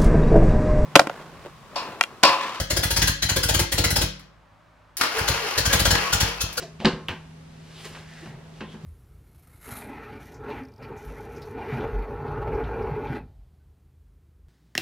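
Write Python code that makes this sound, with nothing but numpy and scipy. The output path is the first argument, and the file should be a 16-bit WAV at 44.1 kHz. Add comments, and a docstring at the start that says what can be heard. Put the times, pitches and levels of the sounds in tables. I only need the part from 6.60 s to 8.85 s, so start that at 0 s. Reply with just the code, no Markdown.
"""A metal suitcase in a cloth cover, handled inside a paper bag, drops against the floor with a hollow
knock and is bumped again. Each knock excites the hollow modes of the case and the dense modes of its
ribbed shell. The handle snaps down with a metallic click, and soft bumps pass through the floor.
Sleeves and hands slide over the case, making friction noise coloured by its resonances.
The small, quiet room adds a short reverberation, and ventilation hums underneath."""
import sys
import numpy as np
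from scipy import signal
from scipy.fft import rfft, irfft, next_fast_len
from scipy.io import wavfile

SR = 44100
rng = np.random.default_rng(int(sys.argv[2]) if len(sys.argv) > 2 else 0)


def file_out(sig):
    """Save sig as 16-bit WAV at sys.argv[1]."""
    # one column per channel
    cols = np.atleast_2d(sig).T
    # limit, then scale
    lim = np.clip(cols, -1, 1)
    pcm = np.round(lim * 32767).astype(np.int16)
    wavfile.write(sys.argv[1], SR, pcm)


N = 99225


def amp(db):
    """Converts decibels to an amplitude ratio."""
    return 10 ** (np.asarray(db) / 20)


def unit(x):
    """Normalises to an rms of 1."""
    return x / np.sqrt(np.mean(x ** 2) + 1e-20)


def read(points, hz):
    """Interpolates a table on a logarithmic frequency axis."""
    f, value = np.transpose(points)
    return np.interp(np.log(hz + 1), np.log(f + 1), value)


def add(mix, start_s, sound):
    """Superposition: a sound adds to the mix from its start time."""
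    part = mix[max(round(start_s * SR), 0):][:len(sound)]
    part += sound[:len(part)]


def fade(t, t60):
    """Exponential damping: 60 dB of decay in t60 seconds."""
    return amp(-60 * t / t60)


def shaped(x, gain):
    """Zero-phase filtering by the response gain(Hz)."""
    return irfft(rfft(x) * gain(np.fft.rfftfreq(N, 1 / SR)), N)


def colour(x, gain, size=4096):
    """Minimum-phase filtering, of unit energy, with the shape gain(Hz)."""
    magnitude = np.maximum(gain(abs(np.fft.fftfreq(size, 1 / SR))), 1e-5)
    response = np.exp(np.conj(signal.hilbert(np.log(magnitude))))
    taps = np.fft.ifft(response).real[:size // 2]
    return signal.fftconvolve(x, taps / np.linalg.norm(taps))[:len(x)]


def whiten(burst):
    """Whitening flattens a burst's spectrum, keeping its energy and rough envelope."""
    size = next_fast_len(2 * len(burst))
    spectrum = rfft(burst, size)
    flat = irfft(spectrum / (abs(spectrum) + 1e-12), size)[:len(burst)]
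    return flat * np.linalg.norm(burst) / np.linalg.norm(flat)


def reflections(x, size=256):
    """Reverberation: dense echoes build up, then each band decays at its own rate."""
    # Each row: frequency in Hz, reverberation time (t60) in seconds.
    decay_times = [(80, 0.62), (300, 0.4), (1000, 0.46), (3000, 0.29), (14000, 0.28)]
    onset = np.clip(np.arange(SR) / SR / 0.0041 - .5, 0, 1)
    hz, t, bands = signal.stft(rng.standard_normal(SR) * onset, SR, nperseg=size)
    tail = signal.istft(bands * fade(t, read(decay_times, hz)[:, None]), SR, nperseg=size)[1]
    return signal.fftconvolve(x, tail / np.linalg.norm(tail))[:N]


def room(x, wet_db, bass_cut_hz=270):
    """Direct and reverberant sound at two close points: coherent in the bass, less so in the treble."""
    # Each row: frequency in Hz, gain of the side signal in dB.
    width = [(100, -49), (300, -65), (1000, -22), (2500, -12.5), (4000, -5.5), (6000, 0.5), (9000, 4.5),
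             (12000, 12.5)]
    mid = x + amp(wet_db) * shaped(reflections(x), lambda f: f / np.hypot(f, bass_cut_hz))
    quadrature = 0.59 * signal.hilbert(x).imag
    side = shaped(quadrature + amp(wet_db + 1) * reflections(x), lambda f: amp(read(width, f)))
    return np.array([mid + side, mid - side])


def ventilation(hum_hz=158.8, hum_db=-47.5, waver_depth=0.033, air_db=-51, side_db=-57):
    """A hum with slight random amplitude modulation lies in broadband air noise."""
    # Air noise spectra, mid and side. Each row: frequency in Hz, relative level in dB.
    air_mid = [(15, -41), (25, -15), (80, -6), (163, -12.5), (207, -13), (250, -10), (326, -28),
               (927, -26.5), (6370, -41.5), (11800, -49.5), (15000, -83)]
    air_side = [(60, -31), (220, -3), (450, -5), (2400, -15), (6000, -22.5), (12500, -29), (15000, -46)]
    mid_noise, side_noise, waver_noise = rng.standard_normal((3, N))
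    waver = 1 + waver_depth * unit(shaped(waver_noise, lambda f: np.exp(-f / 6)))
    hum = amp(hum_db) * np.sqrt(2) * waver * np.sin(2 * np.pi * hum_hz * np.arange(N) / SR)
    mid = hum + amp(air_db) * unit(shaped(mid_noise, lambda f: amp(read(air_mid, f))))
    side = amp(side_db) * unit(shaped(side_noise, lambda f: amp(read(air_side, f))))
    return np.array([mid + side, mid - side])


def rub(levels, spectrum, catches_per_s=510, hiss_db=2):
    """Sliding friction: tiny random catches over a smooth hiss follow the level of the stroke."""
    catches = (rng.random(N) < catches_per_s / SR) * rng.choice([-1, 1], N)
    drive = unit(unit(catches) + amp(hiss_db) * rng.standard_normal(N))
    stroke = amp(np.interp(np.arange(N) / SR, *np.transpose(levels)))
    return colour(drive * stroke, lambda f: amp(read(spectrum, f)))


def cloth_slide():
    """Friction of cloth on the case radiates a broadband swish."""
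    # Each row: time in seconds, level in dB.
    stroke = [(0, -39), (.035, -65), (.07, -67), (.7, -68), (1.02, -61), (1.19, -50), (1.235, -49.5),
              (1.253, -38.5), (1.29, -53.5), (1.37, -50), (1.45, -57), (1.58, -52), (1.68, -55),
              (1.76, -72), (1.99, -58), (2.07, -70), (2.13, -53.5), (2.18, -77), (2.25, -57)]
    # Each row: frequency in Hz, relative level in dB.
    spectrum = [(150, -37), (400, -3), (800, -1), (2800, 2.5), (5000, -3), (7000, -9.5), (10000, -17),
                (15000, -33)]
    return rub(stroke, spectrum)


def hand_drag():
    """Friction of hands on the shell and the bag radiates a duller noise."""
    # Each row: time in seconds, level in dB.
    stroke = [(0, -53), (.03, -41.5), (.06, -61.5), (.1, -66.5), (.9, -62), (1.2, -56.5), (1.4, -55.5),
              (1.46, -63), (1.6, -55.5), (1.68, -49), (1.8, -55.5), (1.96, -58), (2.13, -59), (2.25, -54.5)]
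    # Each row: frequency in Hz, relative level in dB.
    spectrum = [(100, -4), (250, -7), (380, 5.5), (540, -2.5), (1050, -7.5), (1900, -12.5), (4000, -19),
                (10000, -40.5)]
    return rub(stroke, spectrum)


def resonant_burst(length_s, db, hz, width, uneven_db=2, step_s=0.0153):
    """A short, uneven burst of noise in one resonance: a scrape, or a light knock's hollow body."""
    t = np.arange(0, length_s, 1 / SR)
    gains = amp(uneven_db * rng.standard_normal(size=64))
    swell = np.sqrt(abs(np.sin(np.pi * t / length_s)))
    envelope = swell * unit(np.interp(t / step_s, np.arange(len(gains)), gains))
    drive = np.pad(rng.standard_normal(SR)[:len(t)] * envelope, (0, SR // 20))
    return amp(db) * colour(whiten(drive), lambda f: (1 + (np.log((f + 1) / hz) / width) ** 2 / 2) ** -2)


def bump(db, hz, rise_s=0.011):
    """A padded push through the floor swells and dies as one low damped oscillation."""
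    t = np.arange(SR // 2) / SR
    return amp(db) * np.sin(2 * np.pi * hz * t) * np.minimum(t / rise_s, 1) * fade(t, t60=.13)


def click(ring_db, ring_hz, tick_db, width=.19, grit_db=-17):
    """Hard contact of metal handle and fittings: a damped resonance and a broadband, gritty tick."""
    t = np.arange(SR // 10) / SR
    ring_noise, tick_noise = rng.choice([-1, 1], (2, len(t)))
    strike = whiten(ring_noise * fade(t, t60=0.008))
    ring = colour(strike, lambda f: 1 / (1 + (np.log((f + 1) / ring_hz) / width) ** 4))
    tick = whiten(tick_noise * (fade(t, t60=.004) + amp(grit_db) * fade(t, t60=.07)))
    return amp(ring_db) * ring + amp(tick_db) * tick


def knock(boom_db, clatter_db, cutoff_hz, boom_rise_s=0.0013, clatter_rise_s=0.0008, ring_db=-4.5):
    """Modal vibration: a blow rings the case's hollow modes and the dense modes of its ribbed shell."""
    # Each row: frequency in Hz, relative level in dB, decay time (t60) in seconds.
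    hollow_modes = [(171.7, -4, 0.15), (213.2, 7, 0.15), (264, 1, 0.11), (295, -5, .1), (368.3, 0.5, 0.13),
                    (481, -5.5, 0.16), (620, -14, 0.09), (728, -26, 0.16), (865, -17.5, 0.2),
                    (1043, -22, 0.3), (1600, -9, 0.09), (1713, -16, 0.068), (3036, -16, 0.1),
                    (4200, -36, 0.038)]
    # The dense modes overlap into noise. Each row: frequency in Hz, relative level in dB.
    shell_spectrum = [(100, -9.5), (400, -1.5), (600, -5), (950, 2.5), (1380, -2.5), (1600, 2.5),
                      (2100, -2.5), (3020, 2), (3400, -6), (3750, -4), (6000, -9), (9000, -12),
                      (15000, -58)]
    t = np.arange(SR // 2) / SR
    modes = sum(amp(db) * fade(t, t60) * np.sin(2 * np.pi * hz * t) for hz, db, t60 in hollow_modes)
    boom = modes / 2 * (1 - np.exp(-t / boom_rise_s))
    decay = fade(t, t60=0.031) + amp(ring_db) * fade(t, t60=0.177)  # a crack, then ringing
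    envelope = decay * (1 - np.exp(-t / clatter_rise_s))
    burst = whiten(rng.standard_normal(len(t)) * envelope)
    clatter = colour(burst, lambda f: amp(read(shell_spectrum, f)) / np.sqrt(1 + (f / cutoff_hz) ** 5))
    return amp(boom_db) * boom + amp(clatter_db) * clatter


def scene():
    """Impacts and handling noise reverberate in the room and superpose on the ventilation."""
    # Each row: start in seconds, boom gain in dB, clatter gain in dB, clatter cut-off in Hz.
    knocks = [(.022, -52, -40.5, 6130), (.201, -31.5, -38.5, 4200), (0.2466, -17, -20.5, 4540),
              (0.25, -13.5, -18.5, 2580), (0.2557, -14.5, -24.5, 5700), (.268, -15.5, -29.5, 3480),
              (0.276, -17, -44, 1550), (0.4848, -35.5, -29, 3840), (0.492, -35, -30.5, 3100),
              (0.5082, -31, -37, 4000), (.520, -30.5, -49.5, 4980), (1.2455, -49, -46, 4500),
              (1.254, -69, -44, 6500), (1.348, -72, -41, 3800), (1.359, -74, -41, 1900),
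              (1.658, -39, -43.5, 2370), (2.0052, -39.5, -37, 3540), (2.0131, -29, -38, 2350),
              (2.141, -35, -47, 1850)]
    # Each row: start in seconds, ring gain in dB, ring frequency in Hz, tick gain in dB.
    clicks = [(0.255, -9.5, 4120, -46), (0.4843, -17.5, 2850, -37), (0.491, -28, 2855, -46),
              (1.2525, -41, 6350, -44), (2.008, -34, 3060, -72)]
    # Each row: start in seconds, gain in dB, frequency in Hz.
    bumps = [(.247, -21, 94.7), (.325, -29, 56), (.326, -24, 161.5), (0.495, -26.5, 92),
             (1.622, -35.5, 332), (1.678, -34, 137), (1.738, -31, 140), (2.235, -25.5, 150)]
    # Each row: start and length in seconds, gain in dB, resonance in Hz, relative width.
    bursts = [(.005, 0.049, -44, 405, 0.13), (0.017, 0.036, -45.5, 654, 0.083),
              (0, 0.055, -48.5, 4660, 0.33), (0.193, 0.062, -48, 2960, 0.4),
              (0.209, 0.039, -38.5, 616, 0.43), (1.144, 0.083, -51.5, 3200, 0.37),
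              (1.172, 0.15, -60.5, 8500, 0.31), (1.25, 0.017, -42, 396, 0.17),
              (1.382, 0.39, -55, 1820, 0.24), (2.013, 0.038, -45, 320, 0.49),
              (2.031, 0.11, -56.5, 3250, 0.13)]
    impacts = np.zeros(N)
    handling = cloth_slide() + hand_drag()
    for events, source in ((knocks, knock), (clicks, click), (bumps, bump)):
        for start_s, *settings in events:
            add(impacts, start_s, source(*settings))
    for start_s, *settings in bursts:
        add(handling, start_s, resonant_burst(*settings))
    return room(impacts, wet_db=-9) + room(handling, wet_db=-4.5) + ventilation()


def record(dry, edge_hz=15800):
    """Band limiting: a linear-phase low-pass filter removes the highest treble."""
    low_pass = signal.firwin(511, edge_hz, window=("kaiser", 9), fs=SR)
    return signal.oaconvolve(dry, low_pass[None], "same")


dry = scene()
out = record(dry)
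file_out(out)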